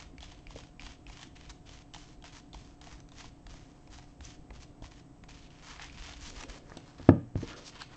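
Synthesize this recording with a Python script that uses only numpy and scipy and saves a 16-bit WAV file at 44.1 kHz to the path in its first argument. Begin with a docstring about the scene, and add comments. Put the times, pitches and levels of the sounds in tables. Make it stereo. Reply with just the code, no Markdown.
"""Leafing through trading cards

Close to a small stereo microphone in a quiet room, a thumb leafs through a fan of stiff cards.
Each card snaps free at its edge, pushes a puff of air and slides over the next. The stack is squared
up and knocked down on the ringing table, and the hand brushes away. A fan drones faintly behind."""
import sys
import numpy as np
from scipy import signal
from scipy.fft import rfft, irfft
from scipy.io import wavfile
from scipy.ndimage import map_coordinates

SR = 44100
rng = np.random.default_rng(int(sys.argv[2]) if len(sys.argv) > 2 else 0)


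def wrap_up_sound(samples):
    """Save the sound to the file named by the first command line argument, as 16-bit audio."""
    columns = np.atleast_2d(samples).T
    # keep every value between -1 and 1, then stretch to whole-number steps
    tamed = np.clip(columns, -1, 1)
    steps = np.round(tamed * 32767).astype(np.int16)
    wavfile.write(sys.argv[1], SR, steps)


N = 351036
TIME, FREQS = np.arange(N) / SR, np.fft.rfftfreq(N, 1 / SR)

# Strokes of the thumb: (start [s], length [s], crest [share of length], crest level [dB],
# swell to the crest [dB], card body [dB re level], fizz [dB re level], stirred air [dB])
THUMB_STROKES = [ (0.0, 0.11, 0.091, -59, -22, -0.5, -1, -54),
                 (0.208, 0.13, 0.65, -61.5, -2.5, -3, -1, -51),
                 (0.311, 0.16, 0.073, -63.5, 0, -3, -4, -53.5),
                 (0.471, 0.23, 0.45, -58, 9, -4.5, -0.5, -56),
                 (0.796, 0.17, 0.33, -53.5, 8.5, -3.5, -1, -53.5),
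                 (1.072, 0.22, 0.77, -59, 3.5, -2, -1, -56), (1.352, 0.16, 0.81, -62.5, -1.5, -6, -4, -60),
                 (1.486, 0.038, 0.38, -56, 21, 4.5, 7.5, -53),
                 (1.654, 0.18, 0.89, -60.5, 2.5, -4, -1, -53.5),
                 (1.933, 0.23, 0.09, -58.5, 3, -0.5, 3, -56.5), (2.24, 0.084, 0.17, -54, 6, -4, -1, -61),
                 (2.32, 0.095, 0.71, -60.5, 0, 2, 3, -56), (2.527, 0.23, 0.061, -60.5, 10, -1, 3, -53.5),
                 (2.814, 0.2, 0.57, -63, 3.5, 3.5, 2.5, -59), (3.118, 0.18, 0.45, -53, 25.5, -2, 1.5, -66),
                 (3.471, 0.12, 0.27, -58, 31, -2, 0.5, -45.5), (3.557, 0.36, 0.048, -68.5, 9, 2, 2, -70),
                 (3.9, 0.092, 0.4, -56, 20, 0.5, 3.5, -53), (3.976, 0.19, 0.072, -67.5, 0, 1, 1, -64),
                 (4.207, 0.16, 0.24, -55, 24, -4, 3, -48.5), (4.529, 0.095, 0.32, -62, 6, 0.5, 0.5, -58),
                 (4.597, 0.058, 0.63, -54, 19, -4, 3.5, -54), (4.819, 0.073, 0.43, -56.5, 12, -0.5, 1, -47),
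                 (4.905, 0.12, 0.77, -63, 7, -0.5, 1, -62), (5.281, 0.16, 0.056, -56, 17, -3.5, -1, -53),
                 (5.38, 0.11, 0.62, -57, 28, -10, -6.5, -71), (5.498, 0.16, 0.74, -62, 5, -1, -4, -69),
                 (5.625, 0.21, 0.29, -52, 11.5, 1.5, 0, -56), (5.794, 0.11, 0.37, -50, 2, -1, -1.5, -67),
                 (5.894, 0.37, 0.43, -50.5, 14, -3, -0.5, -69), (6.196, 0.14, 0.67, -51.5, 10, -2, 5, -59),
                 (6.333, 0.096, 0.81, -47.5, 13.5, 1, 0.5, -62), (6.482, 0.11, 1, -57, 2, 0.5, 1.5, -53),
                 (6.644, 0.14, 0.71, -58, 15, 6.5, -2.5, -87), (6.769, 0.23, 0.57, -63, 8, 5, 1, -72),
                 (6.979, 0.14, 0.9, -58.5, 1.5, 2.5, -3, -53.5), (7.36, 0.11, 0.81, -53, 12, 2, -3, -40),
                 (7.461, 0.087, 0.33, -42, 6, -4.5, -8.5, -52),
                 (7.559, 0.097, 0.31, -50.5, 3, 0.5, -1.5, -68),
                 (7.64, 0.07, 0.58, -44.5, 20.5, -5, 3.5, -75), (7.72, 0.09, 0.43, -54.5, 8, 1, -9, -77),
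                 (7.786, 0.065, 0.42, -46.5, 15, -3, -4.5, -67), (7.883, 0.11, 0.31, -57, 23, 6, -4.5, -70)]


def card_slides(catches_per_s=380, catch_db=-1, spread_db=4, judder_db=1.92, likeness=0.51):
    """Card rubs on card close to the microphone: smooth hiss and tiny catches under a juddering thumb."""
    # Colour of card on card: (frequency [Hz], spectral level [dB])
    rub_spectrum = [(260, -35.5), (450, 6.5), (569, -11), (692, -11), (942, -4.5), (1560, -8.5), (1900, -6),
                    (2050, -4.5), (2290, -1), (3110, 0), (3880, -6), (4790, -4), (6350, -3), (7370, -6.5),
                    (8540, -23), (11100, -44), (18800, -120)]
    catch_sizes = gain_of(spread_db * np.minimum(rng.exponential(1, N), 4))
    catches = catch_sizes * (rng.random(N) < catches_per_s / SR)
    hiss = rng.standard_normal((2, N))
    grit = hiss + gain_of(catch_db) * unit_rms(catches * rng.choice([-1., 1.], (2, N)))
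    grit[1] = likeness * grit[0] + np.sqrt(1 - likeness ** 2) * grit[1]
    grit = coloured(grit * gain_of(judder_db * wander(rate_hz=28.8)), rub_spectrum)
    pressures = np.zeros((3, N))
    for start, length, crest, db, swell_db, body_db, fizz_db, _ in THUMB_STROKES:
        gains = gain_of(db + np.array([[body_db], [0], [fizz_db]]))
        add(pressures, start, gains * stroke_pressure(length, crest, swell_db))
    body, rub, fizz = band(grit, 583, 1887), band(grit, 1638, 4150), band(grit, 4220, 14000)
    return sum(pressure * unit_rms(part) for pressure, part in zip(pressures, (body, rub, fizz)))


def stroke_pressure(length, crest, swell_db, grip_s=0.0054, fade_db=13.5, let_go_s=0.012):
    """A stroke grips quickly, swells to its crest, fades as the card runs out, and lets go."""
    t = np.arange(0, length, 1 / SR)
    arch_db = np.interp(t / length, [0, np.clip(crest, .02, .98), 1], [-swell_db, 0, -fade_db])
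    return gain_of(arch_db) * np.minimum(t / grip_s, 1) * np.minimum((length - t) / let_go_s, 1)


def edge_snaps(ring_t60=0.012, tick_t60=0.023, slap_t60=0.01, rise_s=0.00032):
    """A freed edge rings briefly over a dry tick and the dull slap of the card's face."""
    # Edges snapping free: (time [s], level [dB], ring pitch [Hz], slap [relative dB], tick [dB re ring])
    snaps = [(0.1811, -38.5, 2300, -37, -4.5), (0.205, -40, 3300, -25, 0), (0.2275, -35, 3400, -11, -25),
             (0.3181, -41, 3300, -9, 1), (0.4685, -35.5, 2390, -25, -16), (0.5046, -49, 3160, 4, 2),
             (0.586, -39, 3350, -10, 3), (0.635, -43.5, 2480, -27, 6), (0.795, -32.5, 2420, -24, -24),
             (0.831, -41, 2540, -10, -1), (0.8674, -43, 3400, -4, 5), (1.0659, -37.5, 2600, -22, -17),
             (1.0974, -41.5, 2240, -5, 8), (1.1919, -40.5, 3080, -10, -1), (1.213, -39.5, 3470, -10, -1),
             (1.229, -34, 3070, -18, 0.5), (1.4946, -41, 3820, -10, -5), (1.691, -40.5, 3000, -14, 3),
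             (1.937, -32, 3020, -31, -2.5), (1.9452, -33, 3100, -11, 1), (1.9612, -38, 3040, -5, -8),
             (2.2232, -44.5, 3260, -14, -4), (2.2404, -38, 3070, -9.5, 6), (2.5307, -38, 3570, -18, -11),
             (2.544, -37, 3240, -4.5, 2), (2.813, -39.5, 3260, -15, 5), (2.8699, -43.5, 2910, -1, 0),
             (3.002, -42.5, 6150, -22, 1), (3.0877, -46, 5900, -28, 1), (3.118, -43.5, 3620, -8.5, -3),
             (3.2414, -45, 3210, 1.5, -4), (3.466, -38.5, 1890, -14, 6), (3.539, -43.5, 1770, -6.5, 26),
             (3.8732, -48, 2470, -8, 6), (3.9829, -49.5, 4160, 1.5, -6), (4.2059, -40.5, 1490, -11.5, 7),
             (4.251, -33, 6130, -31, -12), (4.5044, -41.5, 2060, -5, -6), (4.8213, -46, 3370, 0.5, -3),
             (4.8408, -40.5, 2030, -5.5, 4), (4.9177, -44.5, 1510, -18, 24), (5.237, -40, 1895, -12, -1),
             (5.2875, -45.5, 1650, -5.5, 4), (5.504, -49, 2920, -19, -23), (5.7946, -32.5, 1730, -13, -1),
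             (5.897, -38, 2430, -32, -9), (6.0865, -41, 2200, -6.5, 6), (6.135, -35, 3600, -17, -1),
             (6.426, -35, 1840, -14, 4), (6.4351, -32.5, 2480, -11, 5), (6.496, -36.5, 1670, -28, 5),
             (6.77, -29.5, 3810, -17, 14)]
    out, t = np.zeros(N), TIME[:2048]
    for start, db, hz, slap_db, tick_db in snaps:
        ring = mode(t, hz, ring_t60) + 0.46 * mode(t, hz * 1.133, ring_t60)
        ring += 0.47 * mode(t, hz * 2, ring_t60 / 2)
        ring = unit_peak(ring * (1 - np.exp(-t / rise_s)))
        noise = rng.standard_normal(len(t))
        tick = unit_peak(band(noise * decay(t, tick_t60), 447, 6930))
        slap = unit_peak(band(noise * decay(t, slap_t60), 652, 1060))
        edge = unit_peak(ring + gain_of(tick_db) * tick)
        add(out, start + 0.00078, -gain_of(db) * (edge + gain_of(slap_db + 2) * slap))
    return out


def card_puffs(t60=0.15, rise_s=0.038):
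    """A bent card swings back and pushes air at the microphone."""
    # Puffs from flexing cards: (time [s], level [dB], pitch [Hz])
    puffs = [(0.178, -44.5, 57.5), (0.477, -43, 42), (0.828, -42, 39.5), (1.068, -44, 50.3),
             (1.47, -45, 45), (1.924, -57, 37.2), (2.536, -43.5, 50.3), (2.925, -46.5, 54.3),
             (3.452, -57, 79), (4.196, -45, 60), (4.496, -42, 52.5), (4.813, -48, 98), (5.22, -47, 50),
             (5.996, -39.5, 38), (6.362, -43, 45.6), (6.489, -44, 38.6)]
    out, t = np.zeros(N), TIME[:SR // 4]
    for start, db, hz in puffs:
        swing = mode(t, hz, t60) * (1 - np.exp(-t / rise_s))
        add(out, start, gain_of(db - 1) * unit_peak(swing))
    return out


def skin_squeaks(half_width_hz=260):
    """Dry skin sticks and slips on card: a fuzzy note that swells and fades."""
    # Squeaks under pressure: (start [s], length [s], pitch [Hz], level [dB])
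    squeaks = [(5.797, 0.08, 2000, -53), (7.495, 0.089, 1490, -48), (7.804, .026, 1500, -37),
               (7.8, .035, 2730, -48)]
    out = np.zeros(N)
    for start, length, hz, db in squeaks:
        note = band(rng.standard_normal(SR // 4), hz - half_width_hz, hz + half_width_hz)
        note = note[-round(length * SR):]
        add(out, start, gain_of(db) * unit_rms(note) * signal.windows.hann(len(note)))
    return out


def table_knocks(cushion=0.89, cushion_s=0.00078, radiated_hz=700, soft_hz=3600):
    """Each blow squeezes air out ahead of it, then rings the table top under the microphone."""
    # Blows on table and stack: (time [s], level [dB], centre of the push [Hz],
    # fall-off either side [dB/octave], room send [dB], contact time [s])
    blows = [(0.135, -43.5, 260, 55, -4.5, 0.0044), (0.56, -33.5, 496, 16, -7, 0.0018),
             (1.258, -50, 280, 40, 9.5, 0.003), (2.542, -43, 250, 12, -13, 0.00041),
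             (2.869, -53, 685, 19, -11, .0005), (3.672, -49.5, 280, 40, 4, 0.0037),
             (4.207, -52, 290, -4, -20, 0.0011), (4.507, -39, 303, -5, 0, 0.00022),
             (4.823, -40, 200, 10, -24, 0.00045), (5.239, -49, 292, 13, -10, 0.0004),
             (6.434, -39, 363, 6, -2, 0.0014), (6.7198, -33.5, 1460, 22, -19, 0.00016),
             (6.771, -33, 297, 5.5, -12.5, 0.00065), (6.998, -36, 284, 1.5, -2.5, 0.00098),
             (7.021, -45, 91.5, 15, -15, 0.0053), (7.0908, 0.5, 276, 3.9, -7.5, 0.00085),
             (7.0937, -12.5, 890, 5.5, -33, 0.00099), (7.357, -20, 95, 7, -7, 0.0005),
             (7.428, -28.5, 370, 27, -10, 0.0063)]
    # Modes of the table top: (frequency [Hz], level [dB], t60 [s])
    table_modes = [(96.2, -10, 0.24), (106.4, -13.5, 0.2), (117.3, -27.5, 0.75), (129, -15.5, 0.23),
                   (164.5, -12.5, 0.13), (213, -16, 0.066), (253, -16, 0.066), (283, -1, 0.021),
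                   (276, -31, 0.19), (321, -10.5, 0.031), (463, -12.5, 0.054), (566, 1, 0.016),
                   (568, -19, 0.02), (760, 6.5, 0.0068), (893, -9.5, 0.012), (1217, -5.5, 0.022),
                   (1740, -3, 0.011), (2220, -41, 0.026), (2450, -31, 0.039), (2680, -25, 0.034),
                   (3760, -33, .011), (5400, -43, .006)]
    # The table reaches the two capsules from different sides: (frequency [Hz], left lag [rad])
    left_lag = [(0, 0), (250, 0.45), (600, 1.02), (1100, 1.97), (1700, 1.14), (3000, 1.1), (8000, 1.2)]
    direct, sent = np.zeros(N), np.zeros(N)
    t, ahead = TIME[:SR // 2], TIME[:SR // 100]
    squeeze = unit_peak(np.exp(-ahead / cushion_s) * (1 - np.exp(-ahead / 0.00022)))[::-1]
    for start, db, centre_hz, fall_db, room_db, contact_s in blows:
        ring = sum(gain_of(mode_db - fall_db * abs(np.log2(hz / centre_hz))) * mode(t, hz, t60)
                   for hz, mode_db, t60 in table_modes)
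        ring = unit_peak(ring * (1 - np.exp(-t / contact_s)))
        trapped_air = -cushion * np.exp(-contact_s / 0.0051) * squeeze  # a soft touch traps little
        blow = gain_of(db) * np.concatenate([trapped_air, ring])
        add(direct, start - len(ahead) / SR, blow)
        add(sent, start - len(ahead) / SR, gain_of(room_db) * blow)
    direct = signal.sosfilt(butter(1, 55, "high"), direct)
    direct = signal.sosfilt(butter(2, soft_hz), direct)  # paper and skin give no bright crack
    left = irfft(rfft(direct) * np.exp(-1j * curve_at(left_lag, FREQS)), N)
    # The wide top sends mostly its low notes into the room.
    sent = signal.sosfilt(butter(1, radiated_hz), band(sent, 147, 4100))
    return np.array([left, direct]) + room_reflections(sent)


def palm_rubs(low_hz=220, high_hz=620):
    """Soft skin dragging over the stack and the table gives a low, toneless rub."""
    # Drags of the palm: (start [s], length [s], level [dB])
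    drags = [(6.26, 0.79, -57.5), (7.464, 0.28, -53), (7.735, 0.12, -64)]
    pressure = np.zeros(N)
    for start, length, db in drags:
        add(pressure, start, gain_of(db) * stroke_pressure(length, crest=0.32, swell_db=6))
    return pressure * unit_rms(band(rng.standard_normal(N), low_hz, high_hz))


def hand_wind(reach_s=0.025, slowing_db=15.5, settle_s=0.06):
    """Each stroke stirs the air in front of the microphone, over the faint rumble of the hands."""
    # Rumble of holding the cards: (time [s], level [dB])
    holding = [(0, -65.5), (4.8, -64), (5.1, -78), (6.0, -52.5), (6.5, -54.5), (6.8, -90), (7.96, -78)]
    motion = gain_of(np.interp(TIME, *np.transpose(holding)) - 1)
    for start, length, *_, stirred_db in THUMB_STROKES:
        # The hand moves just before the card slides, and slows over the stroke.
        t = np.arange(-reach_s, length + settle_s, 1 / SR)
        gust = np.interp(t, [-reach_s, 0, length, length + settle_s], [0, 1, gain_of(-slowing_db), 0])
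        add(motion, start - reach_s, gain_of(stirred_db - 3) * gust)
    return motion * unit_rms(band(rng.standard_normal(N), 19.7, 77.7))


def at_card_position(pair):
    """Where the cards are held sets the balance and the delay between the two capsules."""
    # Path of the cards: (time [s], left over right [dB], left lag [samples])
    path = [(0, 2, -1.5), (5.3, 2.5, -2), (5.8, 0.5, 3), (6.5, 2, 1.5), (6.8, 0, 10.5), (7.5, -1, 8),
            (7.96, 1, 11.5)]
    times, balance_db, lag = np.transpose(path)
    side = gain_of(np.interp(TIME, times, balance_db) / 2)
    left = map_coordinates(pair[0], [np.arange(N) - np.interp(TIME, times, lag)], order=3)
    return np.array([left * side, pair[1] / side])


def room_reflections(x, delay_s=0.003, build_s=0.0022, echoes_per_s=3000):
    """Sparse reflections reach each capsule, every band dying away at its own speed."""
    # Decay of the room: (frequency [Hz], t60 [s])
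    decay_times = [(100, 0.44), (300, 0.23), (1000, 0.29), (3000, 0.52), (8000, 0.24)]
    size = SR // 2
    taps = rng.choice([-1., 1.], (2, size)) * (rng.random((2, size)) < echoes_per_s / SR)
    taps *= np.clip((TIME[:size] - delay_s) / build_s, 0, 1)
    hz, t, spectra = signal.stft(taps, SR, nperseg=256)
    tail = signal.istft(spectra * decay(t, curve_at(decay_times, hz)[:, None]), SR, nperseg=256)[1]
    tail[1] += signal.sosfiltfilt(butter(2, 450), tail[0] - tail[1])  # long waves reach both alike
    return signal.fftconvolve(x[None], tail / np.linalg.norm(tail[0]), axes=1)[:, :N]


def room_tone(noise_db=-52.5, swell_db=3.5):
    """Behind the cards: room noise with an uneven rumble, a fan's drone and a thin electrical whine."""
    # Colour of the room noise: (frequency [Hz], spectral level [dB])
    noise_spectrum = [(20, 0.6), (50, 0.6), (80, -4), (130, -3), (195, -10), (290, -7), (400, -17),
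                      (750, -20), (1000, -24), (1450, -32), (2500, -36), (4000, -40), (7700, -37),
                      (8900, -52)]
    # How alike the capsules hear it: (frequency [Hz], likeness [0-1])
    stereo_likeness = [(30, 0.7), (300, 0.91), (700, 0.093), (1500, 0.79), (3000, 0.44), (8000, 0.082)]
    # Tones of the fan and the whine: (frequency [Hz], rms waver [Hz], level [dB])
    tones = [(127, 5, -66), (163.5, 2.5, -66), (288.5, 4, -66.5), (648, 4, -79), (720, 2, -72),
             (8000, .5, -88.5)]
    left, unrelated = rng.standard_normal((2, N))
    likeness = curve_at(stereo_likeness, FREQS)
    right = irfft(likeness * rfft(left) + np.sqrt(1 - likeness ** 2) * rfft(unrelated), N)
    noise = gain_of(noise_db) * unit_rms(coloured(np.array([left, right]), noise_spectrum))
    rumble = signal.sosfiltfilt(butter(2, 250), noise)
    noise += rumble * (gain_of(swell_db * wander(rate_hz=20) - 4.5) - 1)
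    drone = np.zeros(N)
    for hz, waver_hz, db in tones:
        pitch = hz + waver_hz * wander(rate_hz=7.49)
        drone += gain_of(db) * unit_rms(np.sin(2 * np.pi * np.cumsum(pitch) / SR))
    return noise + drone


def gain_of(db):
    """Decibels to gain."""
    return 10 ** (np.asarray(db) / 20)


def unit_rms(x):
    """Scales to rms 1."""
    return x / np.sqrt(np.mean(x ** 2) + 1e-20)


def unit_peak(x):
    """Scales to peak 1."""
    return x / (abs(x).max() + 1e-20)


def curve_at(points, hz):
    """Reads a table on a log-frequency axis."""
    point_hz, values = np.transpose(points)
    return np.interp(np.log(hz + 1), np.log(point_hz + 1), values)


def add(mix, start, sound):
    """Adds a sound to the mix at start seconds."""
    part = mix[..., max(round(start * SR), 0):][..., :sound.shape[-1]]
    part += sound[..., :part.shape[-1]]


def coloured(x, spectrum):
    """Filters x by a table of (frequency [Hz], level [dB])."""
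    return irfft(rfft(x) * gain_of(curve_at(spectrum, FREQS)), N)


def butter(order, hz, kind="low"):
    """Sections of a filter with a flat passband."""
    return signal.butter(order, hz, kind, fs=SR, output="sos")


def band(x, low_hz, high_hz):
    """Band-pass filter."""
    return signal.sosfilt(butter(4, [low_hz, high_hz], "band"), x)


def wander(rate_hz):
    """Slow random drift of rms 1."""
    return unit_rms(irfft(rfft(rng.standard_normal(N)) / (1 + (FREQS / rate_hz) ** 4), N))


def decay(t, t60):
    """Falls 60 dB in t60 seconds."""
    return np.exp(-np.log(1000) * t / t60)


def mode(t, hz, t60):
    """A struck resonance."""
    return np.sin(2 * np.pi * hz * t) * decay(t, t60)


def lean_left(x, db):
    """Raises the left channel and lowers the right, each by db."""
    return x * gain_of([[db], [-db]])


def scene(card_room_db=-11):
    """Cards near the microphone, the table under it, the room around."""
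    cards = card_slides() + edge_snaps()
    table = lean_left(table_knocks() + palm_rubs(), db=2)
    wind = lean_left(card_puffs() + hand_wind(), db=3)
    close = at_card_position(cards + skin_squeaks())
    reflections = gain_of(card_room_db) * room_reflections(cards[0])
    return close + reflections + table + wind + lean_left(room_tone(), db=3)


def record(dry, ceiling=0.97, edge_hz=8600):
    """The microphone rounds off the hardest knock, then cuts the top treble steeply."""
    rounded = dry / (1 + (dry / ceiling) ** 8) ** (1 / 8)
    low_pass = signal.firwin(101, edge_hz, window=("kaiser", 2.5), fs=SR)
    return signal.oaconvolve(rounded, low_pass[None], "same")


dry = scene()
out = record(dry)
wrap_up_sound(out)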